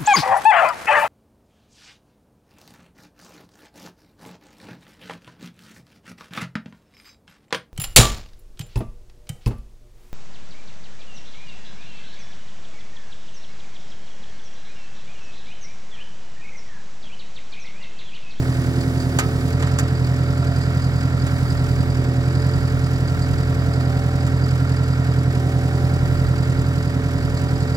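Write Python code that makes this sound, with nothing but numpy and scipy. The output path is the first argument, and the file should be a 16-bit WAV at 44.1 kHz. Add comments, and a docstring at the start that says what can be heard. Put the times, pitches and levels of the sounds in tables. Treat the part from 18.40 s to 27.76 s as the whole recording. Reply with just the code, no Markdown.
"""An open field: a skid steer's four-cylinder diesel runs close by, turning its hydraulic auger.
The exhaust throbs, the block clatters at each firing, pump and gears whine; the governor overshoots
after each sag. Oil hisses through a valve; a cooling fan and light wind lie underneath.
The hanging auger mount buzzes with the shaking and clanks twice early on, with a few fainter knocks."""
import sys
import numpy as np
from scipy import signal
from scipy.fft import rfft, irfft, next_fast_len
from scipy.io import wavfile

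SR = 44100
rng = np.random.default_rng(int(sys.argv[2]) if len(sys.argv) > 2 else 0)


def pcm_store(signal):
    """Save signal as 16-bit PCM."""
    levels = np.round(np.clip(np.atleast_2d(signal), -1, 1) * 32767)
    wavfile.write(sys.argv[1], SR, levels.astype(np.int16).T)


N = 412776

# left-right coherence: f/Hz, coherence/0-1
COHERENCE = [(90, 0.86), (300, 0.83), (1000, 0.92), (2200, 0.85), (5000, 0.56), (14000, 0.34)]
# left minus right: f/Hz, level/dB
BALANCE_DB = [(85, -1.1), (130, -2.5), (500, -2), (1300, -3.5), (2500, -2.5), (4000, -4.5), (6300, -1.5),
              (7700, -5.5), (9000, 2), (13000, 0.5)]
# governed speed: t/s, speed/rpm
GOVERNED_RPM = [(0.28, 1253.3), (2.2, 1277.8), (5.45, 1275), (6.2, 1285.4), (7.12, 1275.2), (7.91, 1285.9),
                (8.4, 1274.2)]
# load sags: pick-up t/s, half length/s, depth/rpm
LOAD_SAGS = [(1.1, .2, 20.3), (1.84, .23, 9.6), (3.88, .16, 20), (7.32, .21, 9.2)]
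# noise spectra: f/Hz, relative density/dB
WIND_SPECTRUM = [(12, -20), (25, -17), (35, -28), (48, 7.5), (70, -9.5), (105, 1.5), (160, -8.5)]
VALVE_SPECTRUM = [(3000, 1), (6000, 1), (9000, 0.5), (11500, -6), (15500, -5)]
HISS_SPECTRUM = [(1500, -8), (2500, 8), (3200, 2.5), (4000, -3), (4900, 5), (5600, 2), (6200, -1.5),
                 (7000, 0.5), (7900, 3.5), (8600, -14.5), (10400, -6.5), (12000, -8.5), (14700, -11),
                 (15600, -11)]
RUMBLE_SPECTRUM = [(50, -24), (85, -15), (130, -3.5), (165, -10.5), (210, -11), (260, -7), (320, -12.5),
                   (385, -14.5), (480, -17.5), (800, -32)]
BLOCK_SPECTRUM = [(350, -36), (500, 1.5), (690, 3.5), (850, -1), (1000, -1), (1150, 0), (1380, -0.5),
                  (1540, -1), (1700, 1), (1860, 1), (2020, -5.5), (2250, -2.5), (2600, -15.5),
                  (4000, -12.5)]
CRACK_SPECTRUM = [(300, -16), (700, -7.5), (1500, 6), (2700, -5), (4200, -5.5), (5600, -2.5), (7800, 0),
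                  (9000, -9), (12000, -11), (16000, -21)]
SHUDDER_SPECTRUM = [(250, -4), (650, -8.5), (1000, -8.5), (1500, -13), (2100, -7), (3000, -14), (6000, -23)]
# fan blade tone: t/s, f/Hz, level/dB
FAN_TONE = [(0.0, 440, -36), (0.02, 435.7, -41), (1.12, 439.3, -37.5), (2.66, 429.4, -46.5),
            (4.04, 440, -38), (5.03, 439.4, -40), (8.7, 435, -39.5), (9.31, 437.4, -38.5),
            (9.36, 447.1, -34)]
# steady hum: f/Hz, level/dB
HUM_TONES = [(300, -43), (450, -52)]
# valve openings: t/s, length/s, level/dB
VALVE_OPENINGS = [(-.1, 1.27, -47), (2.778, 0.42, -51), (6.951, .6, -52)]
# pump and drive tones: order (multiple of the four-stroke cycle rate, rounded in use), level/dB,
# lug slope/(dB/rpm), surge gain/dB, waver/dB
PUMP_TONES = [(36, -50.5, 0.4477, 5, 3.5), (42, -60.5, 0.27, 8, 3), (54, -41, -.06, 3, 1.2),
              (64.48, -55, 0.1154, 4, 6.5), (66.7, -56, .2, 0, 2.5), (68.45, -56.5, -0.08, 7, 0.5),
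              (72.7, -57, 0, 16, 1.7), (92.36, -55, -0.25, 4, 2.5)]
# pump surges: t/s, half length/s, strength/0-1
PUMP_SURGES = [(.8, 0.14, 0.5), (1.7, 0.28, 0.1), (3.705, 0.23, 0.7), (5.551, 0.48, 0.9), (7.3, 0.48, 0.9),
               (9.15, .3, 0.67)]
# timing gear mesh and sidebands: order, relative level/dB
GEAR_TONES = [(120, -1), (124, 3.5), (128, 8.5), (130, 2.5), (135, 5)]
# gear cover modes: f/Hz, t60/s, level/dB
COVER_MODES = [(1403, 0.011, -48.5), (1856, 0.027, -48.5)]
# loose fitting modes: f/Hz, t60/s, relative level/dB
FITTING_MODES = [(4750, 0.033, 5), (5084, 0.013, 6), (5127, 0.016, 5), (4190, 0.0065, -3),
                 (6500, 0.0065, -6.5), (7770, 0.0045, -3)]
# buzz of the fittings: t/s, base level/dB
BUZZ_DB = [(0, -48.5), (2.2, -44.5), (4.4, -47), (6.2, -48.5), (8, -49.5), (9.2, -46)]
# harder taps of the fittings: t/s, relative level/dB
FITTING_TAPS = [(.409, -40), (0.601, -38), (2.2127, -41), (3.1, -43), (4.6766, -40.5), (4.82, -38),
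                (5.3355, -42.5), (5.407, -41), (8.9712, -39), (9.2039, -41)]
# auger linkage knocks: t/s, relative level/dB, low ring and shudder gain/dB, crack t60/s
LINKAGE_KNOCKS = [(0.7873, -14, -1.5, 0.058), (1.1974, -34, 2, 0.084), (1.2247, -30.5, 5, 0.039),
                  (1.273, -34, 0, 0.042), (1.3872, -17, -6, 0.054), (2.8673, -31.5, 1.5, 0.041),
                  (5.866, -33.5, -1, 0.058)]
# steel mount modes: f/Hz, t60/s, relative level/dB
MOUNT_MODES = [(762, 0.64, -16), (1233, 0.26, -9), (1300, 0.58, -11.5), (1530, 0.11, -2), (1646, 0.13, -6),
               (1850, 0.13, -5.5), (2090, 0.057, -19), (4710, 0.11, -15), (4900, 0.046, -25),
               (6050, 0.031, -18), (7150, 0.039, 0.5), (7700, 0.038, -3)]
# knock per cylinder, in firing order: relative level/dB, before weighting
CYLINDER_DB = [-3.5, -4, -3, -2]
# exhaust tones: order, relative level/dB
EXHAUST_TONES = [(4, -16.5), (7, -19.5), (8, -1), (11, -13), (12, 1.5), (13, -8.5), (15, -9), (16, -14),
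                 (17, -17), (19, -21.5), (21, -30), (23, -19), (24, -42), (25, -9.5), (26, -24.5),
                 (32, -30), (38, -30.5), (40, -29.5), (47, -28.5)]
# swell of the strongest exhaust tone: t/s, relative level/dB
THROB_DB = [(0.3, -18), (1.0, -21), (1.25, -18.0), (2.0, -17.5), (2.6, -17.5), (3.15, -18.5), (3.45, -17),
            (4.4, -17), (5.05, -20), (5.45, -17), (8.0, -16.5), (8.7, -22), (9.2, -20)]


def from_db(db):
    """Decibels to gain."""
    return 10 ** (np.asarray(db) / 20)


def unit_rms(x):
    """Scale to rms 1."""
    return x / np.sqrt(np.mean(x ** 2) + 1e-20)


def per_sample(rows):
    """Each column of a time table, at every sample."""
    times_s, *columns = np.transpose(rows)
    return [np.interp(np.arange(N) / SR, times_s, column) for column in columns]


def per_bin(points):
    """A table over log frequency, at every FFT bin."""
    hz, value = np.transpose(points)
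    return np.interp(np.log(np.fft.rfftfreq(next_fast_len(N), 1 / SR) + 1), np.log(hz), value)


def fft_filter(x, gain):
    """Apply one gain per FFT bin."""
    size = next_fast_len(N)
    return irfft(rfft(x, size) * gain, size)[..., :N]


def colour(x, spectrum):
    """Impose a spectrum that rolls off outside its table; rms 1."""
    (low_hz, low_db), (high_hz, high_db) = spectrum[0], spectrum[-1]
    skirted = [(low_hz / 2, low_db - 50), *spectrum, (high_hz * 2, high_db - 40)]
    return unit_rms(fft_filter(x, from_db(per_bin(skirted))))


def drift(rate_hz):
    """Smooth random wander; rms 1."""
    hop, settle = 40, 2000
    pole = np.exp(-2 * np.pi * hop * rate_hz / SR)
    white = rng.standard_normal(N // hop + settle + 2)
    slow = signal.lfilter([1], [1, -2 * pole, pole * pole], white)[settle:]
    return np.interp(np.arange(N) / hop, np.arange(len(slow)), unit_rms(slow))


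def noise_pair():
    """Two independent white noises."""
    return rng.standard_normal((2, N))


def spread(pair):
    """Independent pair to left and right, less coherent in the treble."""
    coherence = per_bin(COHERENCE)
    mid = fft_filter(pair[0], np.sqrt((1 + coherence) / 2))
    side = fft_filter(pair[1], np.sqrt((1 - coherence) / 2))
    return np.array([mid + side, mid - side])


def ring(clicks, hz, t60_s):
    """One mode: a unit click starts a decaying unit sine."""
    r, w = from_db(-60 / (t60_s * SR)), 2 * np.pi * hz / SR
    return signal.lfilter([0, np.sin(w)], [1, -2 * r * np.cos(w), r * r], clicks + 1e-18)


def decay(start_s, t60_s):
    """Envelope: jump, then exponential fall."""
    age_s = np.arange(N) / SR - start_s
    return (age_s >= 0) * from_db(-60 * np.clip(age_s / t60_s, 0, 2))


def engine_rpm():
    """Each load dips the speed; the governor overshoots by as much."""
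    rpm = per_sample(GOVERNED_RPM)[0]
    for at_s, half_s, depth_rpm in LOAD_SAGS:
        u = (np.arange(N) / SR - at_s) / half_s
        rpm = rpm + depth_rpm * u * np.exp((1 - u ** 2) / 2)
    return rpm


def firing(cycle, delay_strokes, depth_db, uneven_db, cylinder_weight=0):
    """Four uneven swells per cycle, each rising faster than it falls."""
    strokes = 4 * cycle - delay_strokes + 1
    angle = 2 * np.pi * strokes
    swell = np.sin(angle) + 0.25 * np.sin(2 * angle)
    index = (strokes + 0.25).astype(int)
    strength_db = uneven_db * (2 * rng.random(index[-1] + 1) - 1)[index]
    strength_db += cylinder_weight * np.take(CYLINDER_DB, index, mode="wrap")
    return unit_rms(from_db(depth_db * swell + strength_db * (1 + np.sin(angle)) / 2))


def wind(level_db=-32.5, easing_db_per_s=0.64, gust_db=4.0, gust_hz=1.04, shared=0.21):
    """An easing breeze buffets both microphone ports, partly in common."""
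    air = np.sqrt(shared) * rng.standard_normal(N) + np.sqrt(1 - shared) * noise_pair()
    gain = from_db(level_db - easing_db_per_s * np.arange(N) / SR + gust_db * drift(gust_hz))
    return gain * colour(air, WIND_SPECTRUM)


def fan(waver_db=1.0):
    """Blade tone of a fan on its own motor, plus a faint hum."""
    blade_hz, level_db = per_sample(FAN_TONE)
    blades = from_db(level_db + waver_db * drift(15.0)) * np.sin(2 * np.pi * np.cumsum(blade_hz) / SR)
    hum = sum(from_db(db) * np.sin(2 * np.pi * hz * np.arange(N) / SR) for hz, db in HUM_TONES)
    return np.sqrt(2) * (blades + hum)


def valve(ramp_s=0.08):
    """Oil hisses while the valve is open."""
    t = np.arange(N) / SR
    flow = sum(from_db(db) * np.clip(np.minimum(t - at_s, at_s + length_s - t) / ramp_s, 0, 1)
               for at_s, length_s, db in VALVE_OPENINGS)
    return flow * colour(spread(noise_pair()), VALVE_SPECTRUM)


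def engine_hiss(cycle, lug_rpm, level_db=-43.5, db_per_rpm=-0.0161):
    """Treble noise pulsing at each firing."""
    pulses = noise_pair() * firing(cycle, delay_strokes=0.015, depth_db=2.5, uneven_db=3.5)
    return from_db(level_db + db_per_rpm * lug_rpm) * colour(spread(pulses), HISS_SPECTRUM)


def backlash(cycle, lug_rpm, turn_db=8.0, cycle_db=2.0, peak_cycles=0.31, db_per_rpm=-0.1448):
    """Gear play rattles the cover once per crank turn, harder every second turn."""
    angle = 2 * np.pi * (cycle - peak_cycles)
    contacts = spread(noise_pair()) * from_db(turn_db * np.cos(2 * angle) + cycle_db * np.cos(angle))
    cover = sum(from_db(db) * unit_rms(ring(contacts, hz, t60_s)) for hz, t60_s, db in COVER_MODES)
    return from_db(db_per_rpm * lug_rpm) * cover


def gears(cycle, lug_rpm, level_db=-43.0, db_per_rpm=-0.5, peak_cycles=0.357, waver_db=2.0):
    """Timing gears sing, meshing hardest once per crank turn; load quiets them."""
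    angle = 2 * np.pi * (cycle - peak_cycles)
    mesh = sum(from_db(db + waver_db * drift(4.9)) * np.cos(order * angle) for order, db in GEAR_TONES)
    torque = 1 + 0.28 * np.cos(2 * angle)
    return from_db(level_db + db_per_rpm * np.maximum(lug_rpm, 0)) * unit_rms(mesh * torque)


def hydraulics(cycle, lug_rpm, drone_db=-40.5, drone_waver_db=2.2, beat_db=13.5, beat_s=3.73, top_s=0.22):
    """Piston pump and drive whine, varying with load and surges; the drive's drone beats slowly."""
    t = np.arange(N) / SR
    surge = sum(strength * np.exp(-((t - at_s) / half_s) ** 2) for at_s, half_s, strength in PUMP_SURGES)
    fade_db = beat_db * np.sin(np.pi * (t - top_s) / beat_s) ** 2
    drone = from_db(drone_db - fade_db + drone_waver_db * drift(5)) * np.sin(2 * np.pi * 33 * cycle)
    whine = 0
    for order, db, db_per_rpm, surge_db, waver_db in PUMP_TONES:
        gain = from_db(db + db_per_rpm * lug_rpm + surge_db * surge + waver_db * drift(1.7))
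        whine += gain * np.sin(2 * np.pi * round(order) * cycle)
    return np.sqrt(2) * (drone + whine)


def fittings(cycle, lug_rpm, db_per_rpm=-0.1124, tap_db=4.0, tap_t60_s=0.086):
    """Firings shake loose steel into tiny contacts, louder at speed, with some harder taps."""
    shaking = firing(cycle, delay_strokes=0.063, depth_db=3.5, uneven_db=8.0)
    force = from_db(per_sample(BUZZ_DB)[0] + db_per_rpm * lug_rpm) * shaking
    force += sum(from_db(db + tap_db) * decay(at_s, tap_t60_s) for at_s, db in FITTING_TAPS)
    contacts = spread(noise_pair()) * force
    rings = sum(from_db(db) * unit_rms(ring(contacts, hz, t60_s)) * (-1) ** k
                for k, (hz, t60_s, db) in enumerate(FITTING_MODES))
    return unit_rms(rings) * np.std(contacts)


def linkage(crack_db=-4.5, bounce_db=-5.5, bounce_s=0.0084, shudder_db=-4.5, ring_db=-2.5, low_hz=3000):
    """Play in the mount closes with a crack and a bounce; the arms shudder, the steel rings."""
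    crack = shudder = 0
    for at_s, db, low_db, t60_s in LINKAGE_KNOCKS:
        bounce = from_db(bounce_db) * decay(at_s + bounce_s, t60_s)
        crack += from_db(db + crack_db) * (decay(at_s, t60_s) + bounce)
        shudder += from_db(db + low_db + shudder_db) * decay(at_s, t60_s=0.18)
    out = crack * colour(spread(noise_pair()), CRACK_SPECTRUM)
    out += shudder * colour(spread(noise_pair()), SHUDDER_SPECTRUM)
    at_s, db, low_db, _ = np.transpose(LINKAGE_KNOCKS)
    for hz, t60_s, mode_db in MOUNT_MODES:
        strength = from_db(db + ring_db + mode_db + low_db * (hz < low_hz))
        clicks = np.zeros(N)
        clicks[(at_s * SR).astype(int)] = strength * rng.choice([-1, 1], len(at_s))
        out += ring(clicks, hz, t60_s)
    return out


def rumble(level_db=-32.5):
    """Steady low noise under the exhaust tones."""
    return from_db(level_db) * colour(spread(noise_pair()), RUMBLE_SPECTRUM)


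def block(cycle, level_db=-36.0, repeat_share=0.65, linger_hz=800):
    """Combustion knock in block and panels: part repeats every cycle, part is new."""
    patterns = rng.standard_normal((2, 4096))
    position = cycle % 1 * patterns.shape[1]
    repeating = unit_rms(np.array([np.interp(position, np.arange(len(p)), p) for p in patterns]))
    knock = np.sqrt(repeat_share) * repeating + np.sqrt(1 - repeat_share) * noise_pair()
    pulsing = knock * firing(cycle, delay_strokes=0.35, depth_db=3.5, uneven_db=2.0, cylinder_weight=1.5)
    # low panel modes ring on between firings
    lowpass = 1 / (1 + (np.fft.rfftfreq(next_fast_len(N), 1 / SR) / linger_hz) ** 4)
    clatter = fft_filter(knock, lowpass) + fft_filter(pulsing, 1 - lowpass)
    return from_db(level_db) * colour(spread(clatter), BLOCK_SPECTRUM)


def exhaust(cycle, lug_rpm, level_db=-18.5, waver_db=0.56, pulse_cycles=0.016,
            pipe_hz=165, pipe_width_hz=100, scatter_hz=480):
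    """Uneven firings fill in the cycle's harmonics; the pipe's resonance shifts their phases."""
    throb_db = per_sample(THROB_DB)[0]
    throb_db -= throb_db.mean()
    out = 0
    for order, db in EXHAUST_TONES:
        hz = order * cycle[-1] * SR / N
        lag_rad = np.arctan((hz ** 2 - pipe_hz ** 2) / (hz * pipe_width_hz))
        scatter_rad = rng.normal() * (hz / scatter_hz) ** 2  # short waves arrive by many paths
        boom_band = np.exp(-((hz - 85) / 20) ** 2)
        throb_band = np.exp(-((hz - 128) / 14) ** 2)
        bark_band = np.exp(-((hz - 265) / 40) ** 2)
        load_db = lug_rpm * (0.0931 * bark_band - 0.0932 * boom_band)  # load trades boom for bark
        gain = from_db(db + waver_db * drift(1.07) + load_db + throb_db * throb_band)
        out += gain * np.cos(2 * np.pi * order * (cycle - pulse_cycles) - lag_rad + scatter_rad)
    return from_db(level_db) * unit_rms(out)


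def scene(easy_rpm=1278, full_lug_rpm=25):
    """Crank angle drives engine and pump; speed lost to load (lug) colours them."""
    rpm = engine_rpm()
    lug_rpm = np.minimum(easy_rpm - rpm, full_lug_rpm)
    cycle = 0.027 + np.cumsum(rpm) / (2 * 60 * SR)  # two crank turns per cycle
    tones = exhaust(cycle, lug_rpm) + hydraulics(cycle, lug_rpm) + gears(cycle, lug_rpm) + fan()
    noise = rumble() + engine_hiss(cycle, lug_rpm)
    clatter = block(cycle) + backlash(cycle, lug_rpm) + fittings(cycle, lug_rpm)
    return tones + noise + clatter + valve() + linkage() + wind()


def record(dry, left_lag_s=0.00018, cutoff_hz=15900):
    """The left port hears the machine later and mostly softer; the top is cut."""
    hz = np.fft.rfftfreq(next_fast_len(N), 1 / SR)
    tilt = from_db(per_bin(BALANCE_DB) / 2)
    delay = np.exp(-2j * np.pi * hz * left_lag_s)
    ports = fft_filter(dry, np.array([tilt * delay, 1 / tilt]))
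    lowpass = signal.ellip(10, 0.1, 80, cutoff_hz, fs=SR, output="sos")
    return signal.sosfilt(lowpass, np.clip(ports, -1, 1))


dry = scene()
out = record(dry)
pcm_store(out)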